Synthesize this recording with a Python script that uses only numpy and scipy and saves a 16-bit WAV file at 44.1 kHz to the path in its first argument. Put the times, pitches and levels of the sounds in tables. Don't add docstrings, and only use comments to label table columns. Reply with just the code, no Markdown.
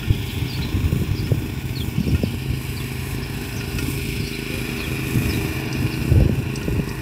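import sys
import numpy as np
from scipy import signal
from scipy.fft import rfft, irfft, next_fast_len
from scipy.io import wavfile
from scipy.ndimage import uniform_filter1d, map_coordinates

SR = 44100
rng = np.random.default_rng(int(sys.argv[2]) if len(sys.argv) > 2 else 0)


def transcribe(u):
    v = np.clip(np.atleast_2d(u).T, -1, 1)
    q = np.round(v * 32767).astype(np.int16)
    wavfile.write(sys.argv[1], SR, q)


N = 309141

# time of the peak in seconds, full width at 1/e in seconds, wind strength in dB.
GUSTS = [(.14, 0.21, -30.5), (0.414, 0.093, -30.5), (0.916, 0.94, -28.5), (1.33, 0.25, -26.5),
         (1.855, 0.14, -30), (2.137, 0.34, -27.5), (2.515, 0.064, -27), (3.947, 0.45, -33),
         (4.197, 0.11, -30), (5.236, 0.28, -25), (5.46, 0.2, -29.5), (5.822, 0.12, -24), (6.177, 0.27, -20),
         (6.38, 0.21, -25.5), (6.73, 0.27, -26.5)]
# time in seconds, relative push in dB, nominal push frequency in Hz,
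# flick in dB.
BUFFETS = [(.104, -2.5, 91, -16), (0.424, -13, 121, -35), (.856, -6, 101, -22), (.926, -5, 113, -13),
           (.961, -13, 129, -19), (1.018, -10.5, 150, -15), (1.112, -5, 105, -44), (1.319, -3.5, 131, -9),
           (1.98, -8, 146, -27), (2.003, -9, 160, -28), (2.071, -19, 220, -14.5), (2.083, -9, 172, -12),
           (2.146, -12, 130, -13.5), (2.236, -8.5, 197, -7.5), (2.341, -14, 140, -23),
           (3.884, -15.5, 203, -18.5), (4.203, -16, 108, -30), (5.158, -14, 140, -11.5),
           (6.12, -5.5, 110, -12.5), (6.159, -7, 129, -9), (6.206, -5, 110, -10), (6.221, -4.5, 100, -12.5),
           (6.257, -5.5, 118, -13), (6.295, -9.5, 168, -9.5), (6.683, -10, 120, -10),
           (6.796, -10, 140, -12.5)]
# frequency in Hz, relative density in dB per Hz.
RUMBLE_SPECTRUM = [(15, -40), (30, -25), (48, -8.5), (75, -1), (125, -2), (180, -11.5), (280, -11),
                   (420, -27), (700, -43), (1500, -52)]
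# frequency in Hz, relative density in dB per Hz.
TEARING_SPECTRUM = [(160, -8.5), (290, 3), (450, -10.5), (620, -14.5), (850, -24)]
BREEZE_DB = -34.5
LULL_S, LULL_LENGTH_S, LULL_DB = 4.39, 0.18, -25
TEARING_DB, TEARING_EXPONENT = 6.5, 1.734
SMALL_EDDIES_PER_S, SMALL_EDDY_HZ = 4.4, 125
SMALL_PUSH_DB, SMALL_FLICK_DB = 4, -4

# delay in seconds, length in seconds, start, middle and end
# frequency in Hz, relative level in dB; each call rescales time and pitch.
PHRASE_NOTES = [(0, 0.05, 5230, 4790, 4070, -4.5), (.055, .04, 4220, 4440, 4700, -1),
                (.143, .028, 3400, 4100, 3800, 0.5)]
SLUR_NOTES = [(0, 0.036, 4520, 4316, 3690, -0.5), (.046, 0.0302, 3380, 3377, 3140, -0.42)]
DROP_NOTES = [(0, .042, 5300, 4750, 3550, 0)]
ARCH_NOTES = [(0, .05, 4300, 5550, 3900, 0)]
# time in seconds, pitch ratio, length ratio, relative level in dB.
PHRASE_CALLS = [(.475, 1, 0.99, -33), (4.188, 1.01, 0.99, -34)]
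# time in seconds, pitch ratio, length ratio, relative level in dB.
SLUR_CALLS = [(1.753, 1, 1, -31.5), (2.763, 1.03, .7, -37), (4.785, 1, 1, -34.5),
              (5.285, 1.16, 0.98, -33.5)]
# time in seconds, pitch ratio, length ratio, relative level in dB.
DROP_CALLS = [(.277, .92, .9, -39), (2.223, 1, 1, -40), (5.91, 1, 0.99, -37)]
# time in seconds, pitch ratio, length ratio, relative level in dB.
ARCH_CALLS = [(1.152, 0.95, .8, -40), (1.174, 0.91, .62, -36), (1.23, 0.95, 1.1, -42),
              (1.992, 1, 0.84, -46), (2.008, 0.86, 1, -44), (2.07, 1.02, 0.85, -39),
              (3.22, 0.98, 0.58, -37.5), (3.545, 1.09, 1.3, -40), (4.256, 1.03, 0.95, -40)]
# time in seconds, level in dB.
COOS = [(4.49, -38), (4.82, -44)]
COO_S, COO_HZ, COO_RISE_HZ = 0.127, 493, 55

# time in seconds, relative level in dB, ring frequency in Hz.
TICKS = [(3.784, -23, 5700), (5.7264, -24.5, 5880), (6.5565, -22.5, 5920), (6.6288, -29.5, 5850),
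         (6.89, -28, 5800)]
# time in seconds, relative level in dB.
CLANKS = [(0.029, -27), (0.589, -29), (1.272, -29), (1.496, -34), (2.1482, -25.5), (3.61, -27),
          (3.7864, -21), (6.616, -27)]
# frequency in Hz, mean relative level in dB, 60 dB decay in seconds.
FRAME_MODES = [(1000, -2, 0.048), (1421, 7, 0.12), (1850, 5.5, 0.1), (2560, 13.5, 0.051), (2970, 5, 0.076)]
# frequency in Hz, relative density in dB per Hz.
CRACK_SPECTRUM = [(1500, -24), (3500, -7), (4800, 10.5), (6200, 7), (7200, -9), (8100, 9), (11000, -46)]

# frequency in Hz, relative density in dB per Hz.
FAR_RATTLE = [(480, -39), (850, 0), (1180, -34), (2000, -13), (2100, -0.5), (2270, 5.5), (3040, 0),
              (3440, 2.5), (3800, -4.5), (4210, -8.5), (4560, -15), (4880, -3), (6500, -12.5), (8450, -41),
              (14300, -120)]
# frequency in Hz, relative density in dB per Hz.
SIDE_ON_RATTLE = [(1180, -69), (2000, -15), (2120, -3.5), (2410, 4.5), (2730, 3), (2980, -3.5),
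                  (3340, -4.5), (3670, -10.5), (4030, -5), (4510, -12), (4860, -7), (5360, -6),
                  (6500, -27.5), (8450, -50), (14300, -120)]
# frequency in Hz, relative density in dB per Hz.
HEAD_ON_RATTLE = [(1180, -40), (2000, -7), (2050, -10), (2420, 5), (2530, 2.5), (2780, 1.5), (3000, -9),
                  (4190, -10.5), (4490, -14), (4760, -13.5), (4960, -5.5), (6010, -16), (6500, -42),
                  (8450, -56), (14300, -120)]
# frequency in Hz, relative density in dB per Hz.
BLOCK_SPECTRUM = [(150, 7.5), (450, 7.5), (520, -11), (600, -2.5), (730, 0), (950, 0), (1080, 2),
                  (1280, -7.5), (1470, 3), (1610, -3), (1800, 3), (1930, -1), (2050, -14), (2400, -48)]
# frequency in Hz, relative density in dB per Hz.
FAR_STRAW = [(5500, -17), (7000, 1.5), (8300, -2.5), (9000, -2.5), (10300, -1), (13000, 0), (14600, 4),
             (15700, -4)]
# frequency in Hz, relative density in dB per Hz.
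NEAR_STRAW = [(5800, -3), (6600, -3.5), (7300, -2.5), (7650, 3), (8150, 0), (8500, 0.5), (9250, -2),
              (9850, 1), (11000, -0.5), (12000, 2.5), (12800, -1.5), (14200, 0), (15000, -3.5),
              (15700, -10)]
# time in seconds, relative level in dB.
BLOCK_LEVEL = [(0.0, -40.5), (0.17, -43.5), (0.78, -41), (1.29, -43.5), (2.58, -43), (2.69, -41.5),
               (3.9, -40.5), (4.08, -43.5), (4.33, -43), (4.74, -38.5), (5.27, -36.5), (5.74, -36),
               (6.33, -41.5), (7.01, -40)]
# time in seconds, relative level in dB.
VALVE_LEVEL = [(0.0, -39.5), (0.43, -37), (0.9, -40), (1.09, -39.5), (1.4, -43), (1.66, -42), (2.3, -40),
               (3.4, -38.5), (4.06, -36), (4.57, -36), (5.06, -35.5), (5.33, -34.5), (5.95, -36.5),
               (6.27, -40), (7.01, -41)]
# time in seconds, relative level in dB.
HISS_LEVEL = [(0.0, -46.5), (0.35, -43.5), (1.35, -47.5), (1.93, -46.5), (2.24, -46), (2.89, -43),
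              (3.32, -45), (4.08, -40), (4.49, -43.5), (5.23, -40), (5.68, -43.5), (6.01, -43.5),
              (6.27, -47.5), (7.01, -46.5)]
# time in seconds, full width at 1/e in seconds, rise of the hiss in dB.
SWISHES = [(0.147, 0.093, 1.5), (1, 0.12, 5.5), (1.822, 0.12, 6), (3.125, .1, 2.5), (3.807, 0.088, 3)]
# time in seconds, near share of the power.
NEARNESS = [(1.7, 0.23), (2.5, 0.99)]
# time in seconds, head-on share of the near power.
FACING = [(4.3, 0.06), (5, 1)]
KNOCKS = [(0, 0.92), (.32, 0.17), (.7, 0.18)]
# time in seconds, delay in seconds, strength as an amplitude ratio.
REFLECTION = [(0, 0.0015, 0.071), (.7, 0.0017, 0), (1.4, 0.00094, 0.031), (2.6, 0.00097, 0.09),
              (7, 0.0021, 0.091)]

# time in seconds, mean firings per second.
ENGINE_SPEED = [(0, 27.03), (.35, 25.77), (.7, 26.04), (1.575, 25.83), (2.45, 26.22), (3.15, 26.2),
                (3.85, 26.68), (4.55, 26.57), (5.25, 26.3), (5.95, 26.55), (6.45, 26.83), (7, 26.45)]
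# time in seconds, relative level in dB.
EXHAUST_LEVEL = [(0, -37), (1.6, -32.5), (2.8, -31.5), (3.5, -32.5), (4.2, -29), (5.5, -27.5), (6.2, -27),
                 (7, -31)]
# frequency in Hz, relative gain in dB.
MUFFLER_RESPONSE = [(25, -38), (55, 2.5), (105, -5), (132, 3.5), (160, 0), (185, -8.5), (238, 4), (268, -7),
                    (318, 2), (355, -7), (397, 1.34), (425, -9), (452, -12.5), (580, -30), (1100, -27),
                    (2200, -64)]
BOOM_DB = -37
TOP_HZ = 15750


def amp(db):
    return 10 ** (np.asarray(db) / 20)


def unit(x):
    return x / np.sqrt(np.mean(x ** 2) + 1e-20)


def gain(points, hz):
    f, db = np.transpose(points)
    corners = np.r_[f[0] / 2, f, f[-1] * 2]
    return amp(np.interp(np.log(hz + 1), np.log(corners), np.r_[-120, db, -120]))


def curves(rows):
    s, *columns = np.transpose(rows)
    return [np.interp(np.arange(N) / SR, s, column) for column in columns]


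def wobble(rate):
    knots = rng.standard_normal(int(N * rate / SR) + 4)
    return map_coordinates(knots, [np.arange(N) * rate / SR])


def swell(s, length):
    return np.exp(-(2 * (np.arange(N) / SR - s) / length) ** 2)


def filtered(x, response):
    m = next_fast_len(N + SR // 2)
    return irfft(rfft(x, m) * response(np.fft.rfftfreq(m, 1 / SR)), m)[:N]


def noise(points):
    return unit(filtered(rng.standard_normal(N), lambda hz: gain(points, hz)))


def impulse(points, size=16384):
    log_spectrum = np.log(gain(points, np.fft.rfftfreq(size, 1 / SR)) + 1e-3)
    cepstrum = irfft(log_spectrum)
    cepstrum[1:size // 2] *= 2
    cepstrum[size // 2 + 1:] = 0
    ring = irfft(np.exp(rfft(cepstrum)))
    return ring / np.abs(ring).max()


def add(track, s, sound):
    part = track[max(round(s * SR), 0):][:len(sound)]
    part += sound[:len(part)]


def scattered(x, t60):
    t = np.arange(SR // 3) / SR
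    tail = rng.standard_normal(len(t)) * amp(-60 * t / t60)
    return unit(signal.fftconvolve(x, tail)[:N]) * np.std(x)


def eddy(t, hz, width):
    hz = hz * np.exp(0.12 * rng.normal())
    phase = rng.uniform(0, 2 * np.pi)
    return np.exp(-(t / width) ** 2) * np.cos(2 * np.pi * hz * t + phase)


def buffets(strength):
    small = []
    for place, size in rng.random((round(SMALL_EDDIES_PER_S * N / SR), 2)):
        push_db = 20 * np.log10(strength[int(place * N)] * size) + SMALL_PUSH_DB
        small.append((place * N / SR, push_db, SMALL_EDDY_HZ, push_db + SMALL_FLICK_DB))
    thumps, t = np.zeros(N), np.arange(-SR // 30, SR // 30) / SR
    for s, push_db, push_hz, flick_db in BUFFETS + small:
        push = amp(push_db - 2.0) * eddy(t - .004, hz=push_hz, width=0.0057)
        haste = amp(np.clip(0.34 * (flick_db + 9.5), -2, 1))
        flick = amp(flick_db) * eddy(t * haste, hz=336, width=0.0013)
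        add(thumps, s + t[0], push + flick)
    return thumps


def wind():
    breeze = amp(BREEZE_DB + LULL_DB * swell(LULL_S, LULL_LENGTH_S) + 1.5 * wobble(9))
    gust_power = sum((amp(db) * swell(s, length)) ** 2 for s, length, db in GUSTS)
    strength = np.sqrt(breeze ** 2 + gust_power)
    rumble = amp(4.0) * strength * unit(noise(RUMBLE_SPECTRUM) * amp(2.07 * wobble(35)))
    flutter = unit(noise(TEARING_SPECTRUM) * amp(2.5 * wobble(60)))
    tearing = amp(TEARING_DB) * strength ** TEARING_EXPONENT * flutter
    return rumble + tearing + buffets(strength)


def dove():
    out, u = np.zeros(N), np.linspace(0, 1, int(COO_S * SR))
    phase = 2 * np.pi * np.cumsum(COO_HZ + COO_RISE_HZ * u) / SR
    for s, db in COOS:
        add(out, s, amp(db) * np.sin(np.pi * u) * np.sin(phase))
    return out


def birds():
    song, burr = np.zeros(N), wobble(260)
    repertoire = [(PHRASE_NOTES, PHRASE_CALLS), (SLUR_NOTES, SLUR_CALLS),
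                  (DROP_NOTES, DROP_CALLS), (ARCH_NOTES, ARCH_CALLS)]
    for notes, calls in repertoire:
        for s, pitch, stretch, call_db in calls:
            for delay, length, start_hz, middle_hz, end_hz, db in notes:
                u = np.linspace(0, 1, int(stretch * length * SR))
                glide = np.polyfit([0, .5, 1], [start_hz, middle_hz, end_hz], 2)
                hz = pitch * np.polyval(glide, u)
                flutter = np.roll(burr, rng.integers(N))[:len(u)]
                tone = np.sin(2 * np.pi * np.cumsum(hz * (1 + 0.028 * flutter)) / SR)
                envelope = np.sqrt(np.abs(np.sin(np.pi * u)))
                level = amp(call_db + db + 1.4 * flutter)
                add(song, s + stretch * delay, level * envelope * tone)
    return amp(1.0) * song + amp(-4.0) * scattered(song, t60=0.21)


def harrow():
    out, t = np.zeros(N), np.arange(SR // 4) / SR
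    crackle = noise(CRACK_SPECTRUM)
    for s, db, ring_hz in TICKS:
        crack = amp(-60 * t / 0.038) * np.roll(crackle, rng.integers(N))[:len(t)]
        disc = 0.21 * amp(-60 * t / 0.14) * np.sin(2 * np.pi * ring_hz * t)
        onset = 1 - np.exp(-t / 0.001)
        add(out, s, amp(db - 1.5) * onset * (crack + disc))
    for s, db in CLANKS:
        ring = np.zeros(len(t))
        for hz, level, t60 in FRAME_MODES:
            ring += amp(level + rng.normal(0, 0.25) - 60 * t / t60) * np.sin(2 * np.pi * hz * t)
        clatter = amp(-60 * t / 0.12) * rng.standard_normal(len(t))
        add(out, s, amp(db - 15.5) * (ring + clatter))
    return out


def beating(cycle, depth, decay):
    knocks = sum(size * np.exp(-((cycle - turn) % 1) / decay) for turn, size in KNOCKS)
    return unit(1 + depth * knocks)


def blend(first, second, share):
    return np.sqrt(1 - share) * first + np.sqrt(share) * second


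def block(cycle):
    level_db = curves(BLOCK_LEVEL)[0] + 2.5
    return amp(level_db) * noise(BLOCK_SPECTRUM) * beating(cycle, depth=0.36, decay=0.066)


def valves(cycle, near):
    close = blend(noise(SIDE_ON_RATTLE), noise(HEAD_ON_RATTLE), curves(FACING)[0])
    rattle = blend(noise(FAR_RATTLE), close, near)
    level_db = curves(VALVE_LEVEL)[0] + 1.09 + 0.91 * wobble(40)
    return amp(level_db) * rattle * beating(cycle, depth=0.64, decay=0.3)


def hiss(cycle, near):
    swishes_db = sum(db * swell(s, length) for s, length, db in SWISHES)
    level_db = curves(HISS_LEVEL)[0] + swishes_db - 0.1 + 1.3 * wobble(11) + 0.92 * wobble(110)
    straw = blend(noise(FAR_STRAW), noise(NEAR_STRAW), near)
    return amp(level_db) * straw * beating(cycle, depth=0.64, decay=.2)


def bounce(x):
    delay, strength = curves(REFLECTION)
    return x + strength * map_coordinates(x, [np.arange(N) - delay * SR])


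def patchy(x, depth_db):
    spectrogram = signal.stft(x, nperseg=1024)[2]
    field = rng.standard_normal(spectrogram.shape)
    for _ in range(2):
        field = uniform_filter1d(field, size=5, axis=0)
        field = uniform_filter1d(field, size=36, axis=1)
    return signal.istft(spectrogram * amp(depth_db * unit(field)), nperseg=1024)[1][:N]


def machine(cycle):
    near = curves(NEARNESS)[0]
    rattle = block(cycle) + valves(cycle, near) + hiss(cycle, near)
    return patchy(bounce(rattle), depth_db=1.5)


def strokes(cycle, scatter_db):
    at = np.flatnonzero(np.diff(np.floor(cycle)) > 0)
    return np.bincount(at, amp(scatter_db * rng.standard_normal(len(at))), N)


def boom(cycle, order):
    return amp(3 * wobble(5)) * np.cos(2 * np.pi * order * cycle)


def exhaust(cycle):
    intake = cycle - .705
    puffs = strokes(cycle, scatter_db=2.25) - .5 * strokes(intake, scatter_db=1.6)
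    thuds = unit(signal.fftconvolve(puffs, impulse(MUFFLER_RESPONSE))[:N])
    drift = np.pi * np.arange(N) / SR / 2
    echo = np.cos(drift) * scattered(thuds, t60=0.42) + np.sin(drift) * scattered(thuds, t60=0.29)
    level = amp(curves(EXHAUST_LEVEL)[0])
    return level * (amp(-1.53) * thuds + amp(-9.5) * echo) + amp(BOOM_DB) * boom(cycle, order=5)


def scene():
    cycle = np.cumsum(curves(ENGINE_SPEED)[0] * (1 + 0.002 * wobble(12))) / SR
    background = wind() + dove() + birds()
    return (background + harrow() + machine(cycle) + exhaust(cycle))[None]


def record(dry):
    return filtered(dry[0], lambda hz: hz < TOP_HZ)[None]


dry = scene()
out = record(dry)
transcribe(out)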